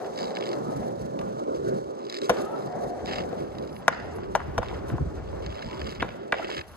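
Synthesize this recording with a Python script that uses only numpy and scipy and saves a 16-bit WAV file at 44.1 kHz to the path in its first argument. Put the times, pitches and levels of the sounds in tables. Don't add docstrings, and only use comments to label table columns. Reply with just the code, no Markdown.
import sys
import numpy as np
from scipy import signal
from scipy.fft import rfft, irfft, next_fast_len
from scipy.io import wavfile
from scipy.ndimage import uniform_filter1d, minimum_filter1d

SR = 44100
rng = np.random.default_rng(int(sys.argv[2]) if len(sys.argv) > 2 else 0)


def how_loud(loudness_db):
    steps = np.asarray(loudness_db, float) / 20
    return 10 ** steps


def dump_mix(stems):
    frames = np.atleast_2d(stems).T
    limited = np.clip(frames, -1, 1)
    pcm = np.round(limited * 32767).astype(np.int16)
    wavfile.write(sys.argv[1], SR, pcm)


N = 298116

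# time_s, deck_db, thrum_db
OWN_ROLLING = [(0.0, -34.5, -51), (.36, -28.5, -41.5), (.56, -26.5, -37), (.75, -32, -35),
               (.94, -30.5, -36.5), (1.32, -31, -36.5), (1.45, -30, -48), (1.73, -31.5, -36),
               (1.98, -35.5, -52), (2.3, -30.5, -45), (2.6, -28, -41.5), (2.75, -36, -39.5),
               (2.92, -31.5, -42), (3.14, -37, -41), (3.39, -31, -41), (3.86, -38.5, -42),
               (4.1, -40.5, -45.5), (4.45, -36.5, -44), (4.8, -37.5, -55), (5.08, -37, -43),
               (5.3, -36.5, -67), (5.67, -33, -39), (6.12, -40, -49), (6.35, -33, -46.5),
               (6.6, -33.5, -50.5), (6.64, -58, -57), (6.76, -60, -60)]
# time_s, hiss_db, sizzle_db
OWN_TREBLE = [(0.0, -57.5, -63.5), (.2, -58.5, -71.5), (.8, -57.5, -63), (1.35, -63.5, -75.5),
              (1.73, -59, -71), (2.1, -66, -79), (2.27, -51, -67), (2.5, -59, -61.5), (2.73, -62.5, -72),
              (2.92, -58.5, -65.5), (3.03, -55.5, -66), (3.07, -57, -71), (3.14, -59, -74),
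              (3.26, -60, -69), (3.7, -66, -69.5), (3.78, -64, -58), (3.85, -63, -76), (4.05, -67, -72),
              (4.12, -58, -77), (4.16, -61.5, -58), (4.22, -70, -83), (4.33, -61, -71), (4.55, -68, -74),
              (4.69, -57, -70), (4.85, -67, -80), (4.89, -63, -66), (4.94, -63.5, -74), (5.67, -64, -75),
              (5.89, -61, -71), (6.23, -71, -79), (6.46, -56, -69), (6.6, -50, -60), (6.63, -67, -67),
              (6.76, -65, -64)]
# centre_hz, width_hz, level_db
DECK_MODES = [(282, 230, -9.5), (388.7, 85, 4), (574, 124, 0), (1004, 410, -13.5), (1420, 260, -16)]
# centre_hz, width_hz, level_db
THRUM_MODES = [(121, 57, 0), (209.5, 187, 0.000034)]
# centre_hz, width_hz, level_db
HISS_MODES = [(2900, 2190, -0.5), (4310, 1800, 4), (6250, 1640, 1.5), (8160, 560, -0.5)]
# centre_hz, width_hz, level_db
SIZZLE_MODES = [(9810, 560, -4), (11340, 1900, -2.5), (11830, 810, -1), (15000, 1000, -9.5)]
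# start_s, length_s, first_db, last_db, dull_db
RATTLE_BURSTS = [(0.032, 0.024, -53, -67, 6), (0.124, 0.071, -71, -49, 2), (0.166, 0.19, -51, -54, -4),
                 (0.338, 0.19, -56, -50, 0), (1.54, 0.068, -48, -86.5, -2), (1.978, 0.21, -63, -43.5, 1.5),
                 (2.21, 0.1, -52, -62, 11), (2.368, 0.034, -44, -55, -14), (3.062, 0.15, -45, -49, 7.5),
                 (3.222, 0.47, -66, -69, 2), (2.55, 0.18, -55, -61, -4), (3.58, .19, -72, -68, 3),
                 (3.915, 0.17, -49, -62, 0), (4.199, 0.042, -66, -54, 6.5), (4.37, 0.12, -60, -64, 1),
                 (4.622, 0.13, -51, -67, 13), (5.255, .1, -59, -70, 7), (5.412, 0.066, -55, -59, 8),
                 (5.486, 0.11, -58, -54, 8.5), (5.604, .09, -54, -51.5, 5), (5.689, 0.286, -55, -54, 8),
                 (5.994, 0.013, -48, -51, 19), (6.08, 0.062, -46, -75, 8), (6.335, 0.12, -46.5, -51.5, 11),
                 (6.465, 0.13, -49.5, -48.5, 9.5)]
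# start_s, level_db, dull_db
SINGLE_CLACKS = [(.045, -47.5, 9), (.12, -49, -12), (0.134, -48, -11.5), (.15, -48, -12), (0.158, -40, -6),
                 (0.176, -32, -1), (0.1874, -30, -6), (.199, -37, -2), (.2065, -33, 0), (0.2176, -33, -3),
                 (0.229, -32, -1), (0.2412, -30, -1), (0.254, -36, -8), (0.27, -42, -1), (0.279, -40.5, 4),
                 (0.3057, -39, 1), (0.351, -36, -3), (0.36, -38, 3), (0.3687, -36, 13), (0.386, -38, -8),
                 (.408, -34, 2), (0.424, -44, 18), (0.437, -36, 4), (0.456, -33, -2), (0.465, -35, 1),
                 (0.472, -36, 0), (0.4895, -32, -6), (0.514, -36.5, 3), (0.53, -34, 1), (.552, -46, -1),
                 (1.1924, -47, 6), (2.027, -50, -14), (2.051, -40, -10), (2.066, -41, 3), (2.0974, -27, -9),
                 (2.124, -30.5, -2.5), (2.142, -28.5, -2), (2.15, -32, -5), (2.166, -31, 1),
                 (2.1726, -32, -18), (2.186, -30.5, -7), (2.2163, -29.5, -2), (2.2324, -39, -3),
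                 (2.2427, -35, -5), (2.256, -35, -15), (2.369, -39, 5), (3.058, -31.5, -4),
                 (3.069, -38, -8), (3.096, -39, 1), (3.133, -33, 9), (3.141, -35, 4), (3.178, -40, -5),
                 (3.183, -31.5, 9), (3.191, -40, 8), (3.207, -45, 0), (3.216, -45, 7), (3.223, -50, 3),
                 (3.236, -49, 11), (3.378, -62, 0), (3.403, -50, 8), (3.551, -51, 6), (3.5838, -37.5, -1.5),
                 (3.61, -55, -8), (3.624, -46, -1), (3.637, -50, -5), (3.649, -48, -5), (3.674, -41.5, -4),
                 (3.728, -46, -7), (3.764, -48, 11), (3.975, -52, 6), (4.0, -46, -4), (4.152, -55, -1),
                 (4.233, -53, 2), (4.287, -59, -10), (5.421, -54, 3), (5.462, -33.5, 1), (5.492, -53, 6),
                 (5.503, -47, 7), (5.525, -45, 5), (5.554, -41, 0), (5.57, -48, 6), (5.581, -52, 3),
                 (5.591, -46, 11), (5.607, -56, 3), (5.618, -52, 1), (5.662, -41, -1), (5.675, -48, 0),
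                 (5.686, -48, 3), (5.6976, -45, 6), (5.711, -43, 11), (5.729, -44, 11), (5.744, -47, 5),
                 (5.776, -45, 4), (5.793, -40, 5), (5.801, -42, 3), (5.8147, -36, 11), (5.828, -49, -2),
                 (5.843, -39, -1), (5.891, -39, 5), (5.905, -41, 2), (5.913, -43, 5), (5.923, -38, 0),
                 (5.949, -40, -5), (5.957, -43, 4), (6.2, -59, 0), (6.219, -55, 0), (6.232, -58, 11),
                 (6.47, -46, 11), (6.513, -38, 11), (6.539, -39, 9), (6.557, -48, 9)]
# start_s, length_s, level_db, dull_db
HARDWARE_SCUFFS = [(3.074, 0.011, -43, 0), (3.108, .009, -47, 8), (3.12, 0.009, -44, 3),
                   (3.153, 0.013, -41.5, 4), (5.54, 0.0074, -50, 2), (5.636, .015, -61, 0),
                   (5.757, 0.0056, -55, 4), (5.863, 0.012, -42.5, 3), (6.477, 0.0082, -45, 2),
                   (6.495, 0.011, -42.5, 7), (6.52, .01, -43, 4), (6.543, 0.0075, -41.5, 7),
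                   (6.564, 0.0059, -44, 7), (6.574, .009, -38.5, 6), (6.588, 0.0056, -40, 10),
                   (6.608, 0.0073, -44, 9.5)]
# centre_hz, width_hz, level_db
BRIGHT_MODES = [(3390, 380, -3.5), (3910, 410, 7), (4430, 490, 9.5), (4630, 350, 11), (5180, 240, 7.5),
                (6370, 1360, -6.5), (7400, 640, -4), (10700, 820, -19), (15000, 2000, -30)]
# centre_hz, width_hz, level_db
DULL_MODES = [(970, 330, -2), (1255, 90, 10), (1650, 310, 3.5), (2147, 310, 4), (2544, 205, 3),
              (3020, 340, 3.5), (3430, 200, 2.5)]
# frequency_hz, phase_rad
LEFT_PHASE = [(40, 2), (150, 0.5), (340, 1.25), (700, 1.66), (1500, 0.98), (3000, 2.34), (4200, 3),
              (5200, 3), (7000, 5), (9000, 31.5), (11000, -2.5), (13200, -3), (15200, -35)]
# time_s, rolling_db, rasp_db, tone_hz
FAR_ROLLING = [(0.0, -29.5, -42, 474), (.17, -36.5, -44.5, 537), (.85, -34.5, -43, 524),
               (.97, -40, -50, 507), (1.45, -52.5, -54.5, 517), (1.75, -47, -58, 507),
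               (2.28, -47.5, -52, 537), (2.34, -39, -39, 553), (2.47, -34.5, -42.5, 600),
               (2.62, -35.5, -42.5, 550), (2.72, -36.5, -45, 570), (2.92, -34, -44, 560),
               (3.26, -34.5, -43.5, 490), (3.65, -44, -48.5, 565), (3.86, -45, -47.5, 694),
               (4.05, -39, -46, 636), (4.42, -52.5, -50, 650), (4.69, -40.5, -41, 690),
               (4.93, -40.5, -42, 610), (5.08, -41.5, -45, 605), (5.4, -43, -44.5, 680),
               (5.67, -43, -44.5, 563), (5.95, -48, -46.5, 583), (6.12, -43.5, -45.5, 553),
               (6.23, -48.5, -49.5, 660), (6.4, -38.5, -50, 684), (6.52, -45, -48, 620),
               (6.62, -48.5, -51.5, 573), (6.76, -50.5, -48.5, 590)]
# centre_hz, width_hz, level_db
FAR_DECK_MODES = [(396, 98, -3.5), (545.7, 124, 0.5), (608.6, 128, 0.5), (736, 147, -1)]
# centre_hz, width_hz, level_db
FAR_RASP_MODES = [(1092, 880, 1), (1641, 894, 1), (1970, 638, -4.5)]
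# time_s, pan_db
FAR_DRIFT = [(0.0, 2.5), (.3, 0), (.73, 7.5), (1.1, -8), (2.3, 4), (3.0, 3), (3.3, 8), (3.6, 1), (4.8, 2.5),
             (6.76, 1)]
# time_s, level_db
MEAN_WIND = [(0.0, -56), (.3, -68), (.65, -60), (1.0, -70), (1.4, -57), (2.2, -74), (2.7, -58), (3.1, -48),
             (3.4, -49), (3.65, -46), (3.85, -53), (4.05, -42.5), (4.25, -42), (4.6, -37.5), (5.3, -38.5),
             (5.6, -50), (6.1, -46), (6.28, -60), (6.76, -48.5)]
# top_s, level_db, half_width_s
WIND_GUSTS = [(.23, -68, 0.025), (.79, -41.5, 0.038), (1.02, -39, 0.044), (1.22, -49.5, 0.044),
              (1.63, -50, 0.1), (1.86, -50, 0.025), (2.86, -48, 0.03), (3.05, -44, 0.039),
              (3.2, -43, 0.054), (3.47, -50, 0.049), (4.29, -43, 0.012), (4.352, -45, 0.013),
              (4.49, -32.5, 0.021), (4.59, -29.5, 0.016), (4.74, -46, 0.025), (4.82, -43, 0.009),
              (4.939, -20, 0.016), (5.017, -20, 0.014), (5.065, -30, 0.018), (5.12, -54, .015),
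              (5.2, -42, 0.029), (5.35, -41.5, 0.055), (5.48, -36, 0.056), (5.67, -29.5, 0.013),
              (5.84, -34, 0.043), (6.01, -34.5, 0.027), (6.591, -36, 0.013), (6.72, -56, 0.018)]
# centre_hz, width_hz, level_db
WIND_MODES = [(45.7, 46.5, -7.5), (76, 31.7, 3), (118.6, 133, -5), (292, 660, -16)]
# start_s, length_s, first_hz, last_hz, width_hz, level_db
WHEEL_HUMS = [(2.342, 0.29, 1148, 1420, 70, -46), (2.425, 0.15, 780, 962, 80, -44),
              (2.642, 0.46, 694, 744, 70, -39), (3.056, 0.27, 761, 710, 89, -43.5),
              (5.67, 0.116, 950, 932, 151, -44.5), (0.626, 0.18, 1230, 1283, 90, -52),
              (1.191, .04, 1190, 1170, 50, -46.5)]
# start_s, peak_db, low_ring_hz, high_ring_hz, high_db, crack_db, contact_ms
BOARD_BLOWS = [(1.19, -29, 580, 2920, -1, -12, 2.4), (1.212, -35, 900, 1650, 2, -6, 2.2),
               (2.2942, -7.5, 640, 1120, 2, -10, 3), (2.297, -13, 980, 1970, 3, -15, 2.2),
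               (2.3, -8, 506, 1860, -9, -20, 10.7), (3.329, -21, 473, 1350, -46, -42, 0.24),
               (3.88, -1, 750, 1570, 4.5, -13.5, 1.7), (4.184, -30, 1010, 1400, -14, -20, 4.1),
               (4.351, -5.5, 780, 1580, 0, -20, 6.6), (4.356, -16.5, 530, 1200, -2, -12, 2.7),
               (4.579, -11.5, 880, 1650, -2.5, -14, 2.2), (4.585, -15.5, 600, 3000, -16, -17, 1.2),
               (4.375, -30, 800, 1440, -7, -35, 3), (4.395, -27, 900, 1440, -13, -31, 2),
               (4.402, -25, 960, 1400, 7, -28, 6.2), (4.416, -30.5, 1200, 1500, 1, -35, 5),
               (4.426, -43, 1150, 1500, -3, -35, 2), (4.62, -28, 900, 1700, -9, -28, 2),
               (4.629, -19, 960, 1590, -7, -24, 7.7), (4.685, -32, 2500, 4100, 3, -23, 1.8),
               (4.712, -29, 895, 1400, -17, -34, 2.6), (4.727, -29, 800, 1200, -14, -34, 2.6),
               (4.883, -48, 3000, 4200, -5, 7, 1.3), (4.9, -27, 480, 1650, -1, -37, 3),
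               (4.981, -23, 780, 1130, 5, -29, 1), (6.022, -16, 400, 2400, -4.5, -32, 11),
               (6.025, -13, 1170, 1750, -4, -21, 1.2), (6.044, -29.5, 500, 1210, 5, -33, 2),
               (6.083, -36, 1200, 1650, 4, -40, 2), (6.089, -29, 600, 2320, 2, -24, 2.2),
               (6.323, -11, 1460, 2400, 3, -24, 3.2), (6.3256, -9, 660, 1580, 3.5, -28, 1.4),
               (6.341, -18, 681, 1900, 3, -27, 1), (6.39, -33, 800, 2200, -1, -30, 1.5),
               (6.396, -22, 714, 1330, -9, -28, 1.8), (6.491, -27.5, 700, 1400, -3, -25, 2.2)]
# mode_hz, level_db, t60_s
BOARD_MODES = [(232, 12, 0.051), (317, 0, 0.069), (487, 3.5, 0.066), (560, 1.5, 0.047), (660, 9, 0.024),
               (811, 6, 0.025), (810, 0.5, 0.011), (934, 3, 0.032), (1057, -1, 0.049), (1177, -0.5, 0.029),
               (1440, 4, 0.024), (1650, 2.5, 0.022), (1990, 2.5, 0.015), (2320, -3, 0.032),
               (2706, 6, 0.0069), (3680, 5, 0.014), (4200, 11, 0.0027)]
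# centre_hz, width_hz, level_db
CRACK_MODES = [(3020, 170, 9), (4570, 4800, -1.5), (6150, 790, 6), (10420, 180, -1)]
# time_s, low_pan_db, high_pan_db, lag_ms
BLOW_SEATS = [(1.2, 0.1, 8, -.05), (2.3, 2, 3, -0.13), (3.33, 11, 3, -0.13), (3.88, 4, 2, -0.057),
              (4.35, 6, 3, -0.04), (4.4, 1.5, -.7, -0.084), (4.58, 2.8, 4, 0.045), (4.98, 4, -2, -0.083),
              (6.02, 3, .4, -0.044), (6.33, 1.2, -.5, -0.035), (6.45, 0, -2, -0.051)]
# blow_s, delay_ms, level_db
BANK_ECHO = [(2.3, 77, -18), (3.88, 43, -12.5), (4.35, 40, -21), (4.6, 33, -9), (4.99, 32, -10),
             (6.02, 49, -33), (6.33, 95, -9)]

BELOW_LAG_MS, AHEAD_LAG_MS = 0.3603, -0.059
BELOW_PAN_DB, AHEAD_PAN_DB = -1.5, 3.5


def level(x):
    return x / np.sqrt(np.mean(x ** 2))


def curves(table):
    s, *columns = np.transpose(table)
    return [np.interp(np.arange(N) / SR, s, c) for c in columns]


def walk(rate):
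    k = int(SR / rate)
    held = np.repeat(rng.standard_normal(N // k + 1), k)
    return 1.83 * uniform_filter1d(uniform_filter1d(held, k), k)[:N]


def low(x, hz):
    return signal.sosfilt(signal.butter(3, hz, fs=SR, output="sos"), x)


def resonate(x, peaks):
    return sum((-1) ** k * how_loud(db) * signal.lfilter(*signal.iirpeak(hz, hz / width, SR), x)
               for k, (hz, width, db) in enumerate(peaks))


def grit(scatter_db):
    size = np.minimum(rng.exponential(size=N), 5)
    return rng.standard_normal(N) * how_loud(scatter_db * size)


def ports(x, lag_ms, phase_share=0):
    size = next_fast_len(N + 512)
    hz = np.arange(size // 2 + 1) * SR / size
    table_hz, table_rad = np.transpose(LEFT_PHASE)
    extra = phase_share * np.interp(np.log(hz + 1), np.log(table_hz), table_rad)
    lag_rad = 2 * np.pi * hz * lag_ms / 1000 + extra
    left = irfft(rfft(x, size) * np.exp(-1j * lag_rad), size)[:N]
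    return np.array([left, x])


def wheels(deck_db, thrum_db, hiss_db, sizzle_db):
    bumps = walk(28)
    shake = grit(1.76) * how_loud(1.72 * bumps)
    deck = sum((-1) ** k * how_loud(1.4 * walk(7)) * resonate(shake, [mode])
               for k, mode in enumerate(DECK_MODES))
    deck = level(low(deck, 1470))
    thrum = level(resonate(resonate(shake, THRUM_MODES), THRUM_MODES))
    fine = grit(4.2) * how_loud(1.3 * bumps + 2.5 * walk(90))
    hiss = level(resonate(resonate(fine, HISS_MODES), HISS_MODES))
    sizzle = level(resonate(resonate(fine, SIZZLE_MODES), SIZZLE_MODES))
    return deck * how_loud(deck_db) + thrum * how_loud(thrum_db) + hiss * how_loud(hiss_db) + sizzle * how_loud(sizzle_db)


def bursts():
    attack_s, release_s = 0.015, 0.019
    idle_db, idle_dull_db = -68.5, 10
    t = np.arange(N) / SR
    bright = how_loud(idle_db + 1.5 * walk(5.5))
    dull = bright * how_loud(idle_dull_db)
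    for s, length, first_db, last_db, dull_db in RATTLE_BURSTS:
        rise, fall = (t - s) / attack_s, 1 - (t - s - length) / release_s
        gate = np.clip(np.minimum(rise, fall), 0, 1)
        gain = gate * how_loud(np.interp(t, [s, s + length], [first_db, last_db]))
        bright, dull = bright + gain, dull + gain * how_loud(dull_db)
    return 20 * np.log10(bright), 20 * np.log10(dull / bright)


def rattle(level_db, dull_db):
    ticks_per_s, scrape_db = 115, -11
    rise_s, hold_s, fall_s = 0.000098, 0.0018, 0.00034
    knock = 4.0
    count = int(N / SR * ticks_per_s)
    jitter, weakness = rng.random((count, 2)).T
    at = ((np.arange(count) + 0.77 * jitter) * N / count).astype(int)
    bright, dull = np.zeros(N), np.zeros(N)
    bright[at] = how_loud(level_db[at] + 6 - 13 * weakness)
    dull[at] = bright[at] * how_loud(dull_db[at])
    for s, db, share_db in SINGLE_CLACKS:
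        bright[int(s * SR)] += how_loud(db)
        dull[int(s * SR)] += how_loud(db + share_db)

    t = np.arange(SR // 40) / SR
    burst = 0.51 * (1 - np.exp(-t / rise_s)) * np.exp(-np.maximum(t - hold_s, 0) / fall_s)
    scratch = np.sign(rng.standard_normal(N))
    flutter_db = 4.5 * walk(150)
    scrape = how_loud(level_db + scrape_db + flutter_db) * np.array([np.ones(N), how_loud(dull_db)])
    for s, length, db, share_db in HARDWARE_SCUFFS:
        i, shape = int(s * SR), np.sqrt(np.hanning(int(length * SR) + 60))
        scrape[:, i:i + len(shape)] += shape * how_loud(np.array([[db], [db + share_db]]))

    out = 0
    for taps, rasp, peaks in zip((bright, dull), scrape, (BRIGHT_MODES, DULL_MODES)):
        rough = scratch * (signal.fftconvolve(taps, burst)[:N] + rasp)
        out = out + resonate(knock * taps + rough, peaks) / resonate(scratch, peaks).std()
    return out


def rider(x):
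    t = np.arange(SR // 50) / SR
    taps = rng.standard_normal((2, len(t))) * t * np.exp(-t / .0022)
    taps = signal.lfilter(*signal.butter(2, 1500, "high", fs=SR), taps)
    taps = taps / np.sqrt(np.sum(taps ** 2) / 2)
    return how_loud(-9.0) * signal.fftconvolve(x[None], taps, axes=1)[:, :N]


def own_board(hiss_db, sizzle_db):
    below = wheels(*curves(OWN_ROLLING), hiss_db, sizzle_db) + rattle(*bursts())
    heard = ports(below, BELOW_LAG_MS, phase_share=0.76) + rider(below)
    return heard * how_loud(np.array([[BELOW_PAN_DB], [-BELOW_PAN_DB]]) / 2)


def diffuse_hiss(hiss_db):
    noise = [rng.standard_normal(N) for _ in range(2)]
    air = np.array([level(resonate(resonate(x, HISS_MODES), HISS_MODES)) for x in noise])
    calm_db = uniform_filter1d(minimum_filter1d(hiss_db, SR // 3), SR // 4)
    return air * how_loud(calm_db - 2.0)


def far_rolling(db, rasp_db, tone_hz):
    paths = []
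    for _ in range(3):
        shake = grit(1.5) * how_loud(1.8 * walk(24))
        deck = sum((-1) ** k * how_loud(-14 * np.log2(mode[0] / tone_hz) ** 2) * resonate(shake, [mode])
                   for k, mode in enumerate(FAR_DECK_MODES))
        rasp = level(resonate(shake, FAR_RASP_MODES))
        paths.append(how_loud(db) * level(deck) + how_loud(rasp_db) * rasp)
    pan_db = curves(FAR_DRIFT)[0] / 2
    direct = ports(paths[0], AHEAD_LAG_MS) * how_loud(np.array([pan_db, -pan_db]))
    return 0.71 * direct + 0.28 * np.array(paths[1:])


def gusts():
    t = np.arange(N) / SR
    swells = sum(how_loud(db) * np.exp(-((t - s) / width) ** 2) for s, db, width in WIND_GUSTS)
    mean = how_loud(curves(MEAN_WIND)[0] + 0.65 * walk(29))
    return 20 * np.log10(mean + swells)


def wind(db):
    both, left, right = (low(resonate(rng.standard_normal(N), WIND_MODES), 337) for _ in range(3))
    thud = 0.69 * both + 0.5 * np.array([left, right])
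    swell = np.sqrt(uniform_filter1d(np.mean(thud ** 2, axis=0), SR // 25))
    return how_loud(db) * level(thud / swell ** 0.51)


def hums():
    t, out = np.arange(N) / SR, 0
    for s, length, first_hz, last_hz, width, db in WHEEL_HUMS:
        part = np.clip((t - s) / length, 0, 1)
        phase = 2 * np.pi * np.cumsum(first_hz + (last_hz - first_hz) * part) / SR
        a, b = (level(low(rng.standard_normal(N), width / 2)) for _ in range(2))
        swell = np.sqrt(np.abs(np.sin(np.pi * part))) * (part < 1)
        out = out + how_loud(db) * swell * (a * np.cos(phase) + b * np.sin(phase))
    return ports(out, AHEAD_LAG_MS) * how_loud(np.array([[AHEAD_PAN_DB], [-AHEAD_PAN_DB]]) / 2)


def blow(low_hz, high_hz, high_db, crack_db, contact_ms, low_pan_db, high_pan_db):
    t = np.arange(SR // 8) / SR
    push = 0.05 * rng.standard_normal(len(t)) * np.exp(-t * 1000 / max(contact_ms, .1))
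    push[0] = 1
    ring, side = 0, np.array([[.5], [-.5]])
    for k, (hz, db, t60) in enumerate(BOARD_MODES):
        low_share = how_loud(-28 * np.log2(hz / low_hz) ** 2 + side * low_pan_db)
        high_share = how_loud(high_db - 14.7 * np.log2(hz / high_hz) ** 2 + side * high_pan_db)
        share = low_share + high_share + how_loud(-20.5)
        turn_rad = side * .45 * rng.standard_normal()
        tone = np.sin(2 * np.pi * hz * t + turn_rad) * np.minimum(t * hz * 4, 1)
        ring = ring + (-1) ** k * share * how_loud(db - 60 * t / t60) * tone
    ring = signal.fftconvolve(push[None], ring, axes=1)[:, :len(t)]
    noise = rng.standard_normal(len(t)) * np.exp(-t * 1000 / (1.8 + 0.77 * contact_ms))
    crack = low(resonate(noise, CRACK_MODES), 19400)
    return ring / np.abs(ring.mean(axis=0)).max(), how_loud(crack_db) * crack / np.abs(crack).max()


def boards():
    tail_t60_s, tail_db = 0.96, -11
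    direct, (cracks, echo, onset) = np.zeros((2, N + SR)), np.zeros((3, N + SR))
    s_seat, *seat = np.transpose(BLOW_SEATS)
    s_bank, delay_ms, echo_db = np.transpose(BANK_ECHO)
    for s, db, *strike in BOARD_BLOWS:
        low_pan_db, high_pan_db, lag_ms = (np.interp(s, s_seat, c) for c in seat)
        ring, crack = (how_loud(db) * x for x in blow(*strike, low_pan_db, high_pan_db))
        sound, i = ring.mean(axis=0) + 0.64 * crack, int(s * SR)
        late = i + round(lag_ms * SR / 1000)
        direct[0, late:late + len(sound)] += ring[0]
        direct[1, i:i + len(sound)] += ring[1]
        cracks[i:i + len(sound)] += crack
        broad = sound * np.exp(-np.arange(len(sound)) / SR / 0.0018)
        onset[i:i + len(sound)] += broad
        j = i + int(np.interp(s, s_bank, delay_ms) * SR / 1000)
        echo[j:j + len(sound)] += broad * how_loud(np.interp(s, s_bank, echo_db))

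    t = np.arange(SR) / SR
    scatter = low(rng.standard_normal((2, SR)), 1560)
    scatter = scatter * np.exp(-t / 0.0069) * (1 - np.exp(-t / 0.0055)) * 0.34
    tail = rng.standard_normal((2, SR)) * how_loud(-60 * t / tail_t60_s) * (1 - np.exp(-t / 0.0033))
    tail = signal.lfilter(*signal.butter(2, 4200, fs=SR), tail)
    tail = how_loud(tail_db) * tail / np.sqrt(np.sum(tail ** 2) / 2)

    body = low(cracks[:N], 5300)
    top = signal.sosfilt(signal.butter(3, 4900, "high", fs=SR, output="sos"), cracks[:N]) * how_loud(1.0)
    lagged_top = ports(top, BELOW_LAG_MS, phase_share=0.6) * how_loud(np.array([[.8], [-.8]]))
    near = direct[:, :N] + ports(body, AHEAD_LAG_MS) + lagged_top
    first_echo = signal.fftconvolve(echo[None, :N], scatter, axes=1)[:, :N]
    return near + first_echo + signal.fftconvolve(onset[None, :N], tail, axes=1)[:, :N]


def scene():
    hiss_db, sizzle_db = curves(OWN_TREBLE)
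    own = own_board(hiss_db, sizzle_db) + diffuse_hiss(hiss_db)
    ahead = far_rolling(*curves(FAR_ROLLING)) + hums()
    return own + ahead + boards() + wind(gusts())


def roll_off(x):
    return signal.sosfilt(signal.butter(12, 16600, fs=SR, output="sos"), x)


def record(dry):
    no_bass = signal.sosfilt(signal.butter(4, 42, "high", fs=SR, output="sos"), dry)
    rounded = np.tanh(0.57 * no_bass) / 0.63
    mix = signal.sosfilt(signal.ellip(8, .2, 70, 15800, fs=SR, output="sos"), rounded)
    return roll_off(mix)


dry = scene()
out = record(dry)
dump_mix(out)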